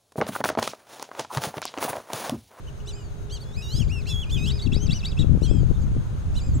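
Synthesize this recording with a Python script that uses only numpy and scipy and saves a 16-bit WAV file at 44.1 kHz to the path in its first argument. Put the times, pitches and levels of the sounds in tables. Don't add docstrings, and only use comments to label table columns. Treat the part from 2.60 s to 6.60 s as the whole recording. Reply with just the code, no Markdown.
import sys
import numpy as np
from scipy import signal
from scipy.fft import rfft, irfft, next_fast_len
from scipy.io import wavfile
from scipy.ndimage import uniform_filter1d, map_coordinates

SR = 44100
rng = np.random.default_rng(int(sys.argv[2]) if len(sys.argv) > 2 else 0)


def write(x):
    x = np.atleast_2d(x).T
    wavfile.write(sys.argv[1], SR, np.round(np.clip(x, -1, 1) * 32767).astype(np.int16))


N = 176400

# (frequency [Hz], relative level [dB])
HISS_SPECTRUM = [(150, -4.5), (400, -2), (950, -12.5), (1450, -12.5), (1950, -20.5), (3700, -21.5),
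                 (5000, -28), (9000, -29.5), (11000, -35.5), (15500, -48)]
INSECT_SPECTRUM = [(5900, -23), (6520, -8), (7300, -30.5)]
RUMBLE_SPECTRUM = [(15, -2), (60, 5.5), (135, 0.5), (250, -21), (900, -97)]
FLUTTER_SPECTRUM = [(100, -10), (160, 3.5), (300, -8.5), (600, -30.5), (3000, -100)]
# (time [s], level [dB])
HISS_LEVEL = [(1, -48), (3.2, -45.5)]
# (frequency [Hz], left-right correlation [ratio])
HISS_COHERENCE = [(60, 1), (700, 0.093)]
# (frequency [Hz], left over right [dB])
HISS_PAN = [(100, -4.5), (1000, 8.5), (2400, 3), (8000, -0.5)]
# (time [s], level [dB])
HUM_LEVEL = [(0, -67), (.25, -51.5), (1.3, -58.5), (2.2, -46), (2.6, -62.5)]
BREEZE_LEVEL = [(0, -36), (2.5, -26)]
# (start [s], length [s], level [dB], left over right [dB])
WIND_GUSTS = [(0.943, 0.037, -28, 16), (1.135, 0.15, -20, 13.5), (1.312, 0.31, -28, 22),
              (1.679, 0.27, -23, 33), (2.04, 0.14, -18, 32), (2.226, 0.11, -19.5, 29),
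              (2.591, .16, -15.5, 32), (2.825, 0.283, -18.5, 28), (3.158, 0.12, -21, 8),
              (3.307, 0.1, -18.5, -0.5), (3.654, 0.16, -27.5, -9.5), (3.867, 0.13, -21.5, 1.5)]
# (time [s], peak level [dB])
EDDIES = [(1.208, -21.5), (2.166, -14.5), (2.646, -13), (2.752, -15), (2.775, -15.5), (2.82, -10.5),
          (2.914, -10), (3.033, -14.5), (3.113, -14), (3.367, -16)]
# (frequency [Hz], gain [dB])
THROAT_RESPONSE = [(1500, -67), (1950, -21), (2480, -6), (2800, 0.5), (7600, -2.5), (9600, -9),
                   (13500, -2.5), (15500, -25)]
WHISTLE_HARMONICS = [3.5, -5.5, -8.5, -20, -19]
PIP_WEE_HARMONICS = [0, 0.67, -17]
SQUEAL_HARMONICS = [-13.5, -29]
# (lower voice [multiple], upper voice [multiple], relative level [dB])
COMBINATION_TONES = [(0, 2, -13), (0, 3, -23), (1, 1, -6), (-1, 2, -10), (2, 1, -15), (2, 0, -8),
                     (3, 0, -13)]
# (centre [s], half length [s], top pitch [Hz], lower voice [dB], upper voice [dB])
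SINGLE_PIPS = [(0.083, 0.017, 3060, -49, -95), (0.209, 0.011, 2990, -53, -90),
               (.74, 0.043, 3262, -42.5, -39.5), (0.823, 0.025, 4580, -45, -62),
               (3.155, 0.024, 3680, -54, -77), (3.959, 0.024, 7720, -44, -80)]
# (pip centre [s], tail pitch [Hz], tail length [s], upper voice [Hz], pip [dB], tail [dB])
PIP_WEE_CALLS = [(0.292, 2526, 0.13, 4070, -49.5, -53), (1.172, 2470, 0.079, 4060, -52.5, -56.5),
                 (2.846, 2623, 0.12, 4360, -48.5, -51), (3.776, 2537, .1, 4080, -48.5, -52)]
# (start [s], length [s], start pitch [Hz], end pitch [Hz], level [dB])
THIN_GLIDES = [(0.362, 0.071, 3080, 2820, -57.5), (0.498, 0.2, 3950, 3720, -67),
               (1.664, 0.044, 2430, 2520, -43), (2.848, 0.052, 3290, 3170, -43),
               (2.899, 0.035, 3470, 3220, -47.5), (2.931, 0.075, 3280, 3160, -51.5),
               (3.072, 0.21, 4450, 3850, -69), (3.215, .032, 7500, 5800, -52.5),
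               (3.216, .018, 4900, 4500, -58)]
# (time [s], pitch [Hz], level [dB])
WHISTLE_CALLS = [ (-8.5, [(.8, 1990, -50), (.83, 1668, -54), (.92, 1744, -49.5), (.952, 1980, -44),
                 (.972, 2470, -40), (.99, 2553, -37.5), (1.012, 2496, -41), (1.026, 2790, -42)], []),
                 (-12, [(1.021, 2850, -48), (1.07, 2815, -48), (1.1, 2866, -45), (1.14, 3210, -43.5),
                 (1.18, 3370, -50), (1.202, 3300, -36), (1.22, 2935, -36.5), (1.255, 1764, -47)],
                 [(1.021, 3860, -41.5), (1.066, 3704, -41.5), (1.108, 3970, -40), (1.148, 4690, -36),
                 (1.175, 5090, -35.5), (1.195, 5130, -38), (1.212, 5860, -54)]),
                 (-12.5, [(1.278, 1503, -43), (1.3, 2420, -37.5), (1.33, 2864, -38), (1.403, 2560, -38.5),
                 (1.423, 1990, -43), (1.445, 1640, -53)], []), (-20.5, [(1.455, 1753, -29),
                 (1.472, 2965, -46.5), (1.49, 3380, -41), (1.51, 3520, -34), (1.53, 3385, -32),
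                 (1.565, 3300, -33.5), (1.62, 3375, -33.5), (1.636, 2950, -36.5), (1.665, 1770, -47)],
                 [(1.468, 4070, -43), (1.498, 5250, -35), (1.53, 6460, -55)]), (-17.5, [(1.695, 2660, -49),
                 (1.724, 3540, -36), (1.745, 3460, -30.5), (1.762, 3250, -33.5), (1.78, 2910, -37),
                 (1.806, 1870, -40)], [(1.696, 3510, -45), (1.712, 4650, -46.5), (1.757, 6600, -54)]),
                 (-25, [(1.766, 2520, -34), (1.81, 2490, -33), (1.845, 2590, -33), (1.86, 2690, -36),
                 (1.873, 3020, -33), (1.884, 3320, -29), (1.9, 3020, -38), (1.916, 2480, -41)],
                 [(1.772, 3660, -50), (1.81, 3730, -46), (1.85, 3880, -37), (1.868, 4780, -41),
                 (1.892, 5570, -37)]), (-17, [(1.467, 2620, -43), (1.485, 2810, -39.5),
                 (1.505, 2684, -41.5), (1.528, 2550, -41)], [(1.47, 4050, -53), (1.495, 4090, -42.5),
                 (1.53, 3820, -43)]), ]
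# (time [s], driving pitch [Hz], level [dB])
SQUEAL_CALLS = [
    [(1.857, 3000, -34), (1.88, 3380, -46), (1.9, 3550, -28), (1.917, 4220, -30), (1.93, 4870, -40),
     (1.975, 5010, -41), (1.998, 3500, -35.5), (2.012, 3750, -39.5), (2.025, 4280, -26.5),
     (2.056, 4240, -36.5), (2.083, 2150, -38)],
    [(2.117, 2140, -31.5), (2.137, 3610, -32), (2.153, 4210, -28), (2.168, 5020, -40), (2.183, 5160, -34.5),
     (2.19, 5700, -51), (2.215, 6110, -36), (2.238, 6460, -34), (2.258, 6190, -37), (2.29, 2540, -41)],
    [(2.29, 2460, -38), (2.302, 2840, -30), (2.315, 3755, -29), (2.335, 4580, -26), (2.346, 5830, -35),
     (2.36, 6080, -30.5), (2.38, 5670, -37), (2.392, 4950, -44), (2.408, 3680, -40), (2.422, 2240, -44)],
    [(2.428, 2000, -29), (2.446, 3170, -35), (2.46, 4080, -23.5), (2.47, 4700, -31.5), (2.482, 4720, -34.5),
     (2.494, 5430, -41), (2.508, 4600, -44), (2.52, 3580, -38.5), (2.54, 2220, -48)],
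    [(2.568, 2040, -30), (2.583, 2860, -36), (2.597, 3920, -29), (2.623, 3560, -35), (2.64, 2100, -46)],
]
WINDPIPE_MODES = [2670, 3410, 3815, 4570, 5020, 5860, 6320]
# (driving pitch [multiple], relative level [dB])
SUBTONES = [(.5, -1), (.75, -21), (1.25, -41), (1.501, -22.5)]

BAND_LIMIT_HZ = 15720


def amp(db):
    return 10 ** (np.asarray(db) / 20)


def unit(x):
    return x / np.sqrt(np.mean(x ** 2) + 1e-20)


def along(points, hz):
    f, v = np.transpose(points)
    return np.interp(np.log(np.abs(hz) + 1), np.log(f + 1), v)


def curves(rows, t):
    times, *columns = np.transpose(rows)
    return [np.interp(t, times, column) for column in columns]


def wobble(rate, size=N):
    knots = rng.standard_normal(int(N * rate / SR) + 4)
    return map_coordinates(knots, [np.arange(size) * rate / SR])


def filtered(x, response):
    size = next_fast_len(N + SR // 4)
    return irfft(rfft(x, size) * response(np.fft.rfftfreq(size, 1 / SR)), size)[..., :N]


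def noise(spectrum):
    return unit(filtered(rng.standard_normal((2, N)), lambda hz: amp(along(spectrum, hz))))


def hiss(t):
    angle = lambda hz: np.arccos(np.clip(along(HISS_COHERENCE, hz), -1, 1)) / 2
    weights = lambda hz: np.array([np.cos(angle(hz)), np.sin(angle(hz))])
    balance = lambda hz: amp(along(HISS_PAN, hz) * np.array([[.5], [-.5]]))
    mid, side = filtered(noise(HISS_SPECTRUM), weights)
    return filtered(np.array([mid + side, mid - side]), balance) * amp(curves(HISS_LEVEL, t)[0])


def insects():
    mid, side = noise(INSECT_SPECTRUM)
    return amp(-63.5 + 1.7 * wobble(23.1)) * (mid + .5 * side * np.array([[1], [-1]]))


def hum(t, pitch_hz=411.3):
    rms = amp(curves(HUM_LEVEL, t)[0] + 2.6 * wobble(9.11))
    hz = pitch_hz + 3 * wobble(14)
    return np.sqrt(2) * rms * np.sin(2 * np.pi * np.cumsum(hz) / SR)


def wind(t, rise_s=0.0063, decay_s=0.018):
    power = np.ones((2, 1)) * amp(curves(BREEZE_LEVEL, t)[0]) ** 2
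    for start, length, db, pan in WIND_GUSTS:
        attack = np.clip((t - start) / rise_s, 0, 1)
        decay = np.exp(-np.maximum(t - start - length, 0) / decay_s)
        ports = amp([pan / 2, -pan / 2]) ** 2
        power += (2 * ports / ports.sum())[:, None] * (amp(db) * attack * decay) ** 2
    flow = np.sqrt(power)
    lumps = np.array([wobble(35), wobble(35)])
    rumble = unit(noise(RUMBLE_SPECTRUM) * amp(1.63 * lumps))
    flutter = unit(noise(FLUTTER_SPECTRUM) * amp(2.8 * lumps + 3.2 * wobble(80)))
    return rumble * flow + amp(-12) * flutter * (10 * flow) ** 1.72 / 10


def thumps(t, width_s=0.0012, right_db=-30):
    swing = lambda u: np.pi * u / (1 + u * u) ** 2
    return sum(amp(db) * swing((t - s) / width_s) for s, db in EDDIES) * amp([[0], [right_db]])


def banks(x, t60_s=0.21):
    t = np.arange(SR // 2) / SR
    tail = rng.standard_normal((2, len(t))) * amp(-60 * t / t60_s)
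    return signal.fftconvolve(x[None], tail / np.linalg.norm(tail[0]), axes=1)[:, :N]


def breath(calls, db):
    envelope = np.sqrt(np.abs(uniform_filter1d(calls ** 2, size=200)))
    return amp(db) * envelope * noise([(1600, -4), (2600, -4), (8000, -3), (16000, -26)])[0]


def span(rows):
    return np.arange(max(0, int(rows[0][0] * SR)), min(N, int(rows[-1][0] * SR)))


def voice(rows, i, glide_s=0.0072, edge_s=0.0018, jitter=0.0026, shimmer_db=1.45):
    t = i / SR
    hz, db = curves(rows, t)
    hz = uniform_filter1d(hz, int(glide_s * SR), mode="nearest")
    hz *= 1 + jitter * wobble(289, len(i))
    gain = amp(db + shimmer_db * wobble(197, len(i)))
    gate = np.clip(np.minimum(t - rows[0][0], rows[-1][0] - t) / edge_s, 0, 1)
    return hz, gain * np.sin(gate * np.pi / 2) ** 2


def partial(hz):
    gain = amp(along(THROAT_RESPONSE, hz)) * (np.abs(hz) < BAND_LIMIT_HZ)
    return gain * np.sin(2 * np.pi * np.cumsum(hz) / SR)


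def syrinx(out, lower, upper=(), harmonics=WHISTLE_HARMONICS, overtone_db=0, sheen_db=-27):
    i = span(lower)
    low_hz, low_gain = voice(lower, i)
    out[i] += low_gain * partial(low_hz)
    for k, db in enumerate(harmonics, start=2):
        flicker_db = 1.5 * wobble(87.2, len(i))
        out[i] += low_gain * amp(db + overtone_db + flicker_db) * partial(k * low_hz)
    if len(upper):
        high_hz, high_gain = voice(upper, i)
        out[i] += high_gain * partial(high_hz)
        sheen = [(m, n, sheen_db + overtone_db / 2) for m, n in [(1, 2), (2, 2), (3, 1), (1, 3)]]
        mixed_gain = np.sqrt(low_gain * high_gain) * amp(overtone_db * 0.09)
        harmonic_gain = high_gain * amp(overtone_db * 1.7)
        for m, n, db in COMBINATION_TONES + sheen:
            hz = (m * low_hz + n * high_hz) * (1 + .005 * wobble(1300, len(i)))
            out[i] += amp(db) * (mixed_gain if m else harmonic_gain) * partial(hz)


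def arch(s, half_s, hz, db, fall, edge_db=-11):
    return [(s + u * half_s, hz * (1 - fall * u * u), db + edge_db * u * u)
            for u in np.linspace(-1, 1, 9)]


def pips(upper_ratio=1.455, top_hz=3056, dip_ratio=.895):
    out = np.zeros(N)
    for s, half_s, hz, db, upper_db in SINGLE_PIPS:
        lower = arch(s, half_s, hz, db, fall=0.19)
        upper = arch(s, half_s, upper_ratio * hz, upper_db, fall=0.33)
        syrinx(out, lower, upper, overtone_db=-13)
    for s, tail_hz, length, upper_hz, db, tail_db in PIP_WEE_CALLS:
        pip = arch(s, .034, top_hz, db, fall=.24, edge_db=-7)[:-1]
        dip_hz = dip_ratio * tail_hz
        dip = [(s + .03, 1.1 * dip_hz, db - 2.5), (s + .043, dip_hz, db + 1.5)]
        tail = [(s + .068 + u * length, tail_hz * (1 - 0.15 * u ** 1.5), tail_db - 9.5 * u)
                for u in np.linspace(0, 1, 5)]
        upper = arch(s, 0.022, upper_hz, db + 11, fall=0.2)
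        syrinx(out, pip + dip + tail, upper, PIP_WEE_HARMONICS)
    return out


def whistles():
    out = np.zeros(N)
    for db, lower, upper in WHISTLE_CALLS:
        syrinx(out, lower, upper, overtone_db=db, sheen_db=-10)
    for s, length, start_hz, end_hz, db in THIN_GLIDES:
        syrinx(out, [(s, start_hz, db), (s + length, end_hz, db - 0.5)], overtone_db=-23)
    return out


def squeals(pull=.7, detuned_db=-7, jitter_hz=26, roughness=.12):
    out, modes = np.zeros(N), np.array(WINDPIPE_MODES)
    for rows in SQUEAL_CALLS:
        i = span(rows)
        shake = lambda: wobble(1700, len(i))
        drive_hz, gain = voice(rows, i)
        detuning = drive_hz - modes[np.abs(drive_hz[:, None] - modes).argmin(axis=1)]
        hz = drive_hz - pull * detuning + jitter_hz * shake()
        gain *= amp(detuned_db * np.minimum((detuning / 300) ** 2, 1))
        gain *= 1 + roughness * shake()
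        fade = np.minimum(modes[2] / hz, 1) ** 2
        overtones = sum(amp(db) * partial(k * hz) for k, db in enumerate(SQUEAL_HARMONICS, start=2))
        subtones = sum(amp(db) * partial(k * drive_hz * (1 + .008 * shake())) for k, db in SUBTONES)
        out[i] += gain * (partial(hz) + overtones * fade ** 2 + subtones * fade)
    return out


def scene():
    t = np.arange(N) / SR
    clear, rough = whistles() + pips(), squeals()
    clear += breath(clear, db=-21.5)
    rough += breath(rough, db=-18.5)
    flock = clear + rough * amp([[.9], [-.9]])
    reflections = amp(-10.5) * banks(clear + rough)
    return flock + reflections + wind(t) + thumps(t) + hiss(t) + insects() + hum(t)


def record(dry):
    return filtered(dry, lambda hz: hz < BAND_LIMIT_HZ)


dry = scene()
out = record(dry)
write(out)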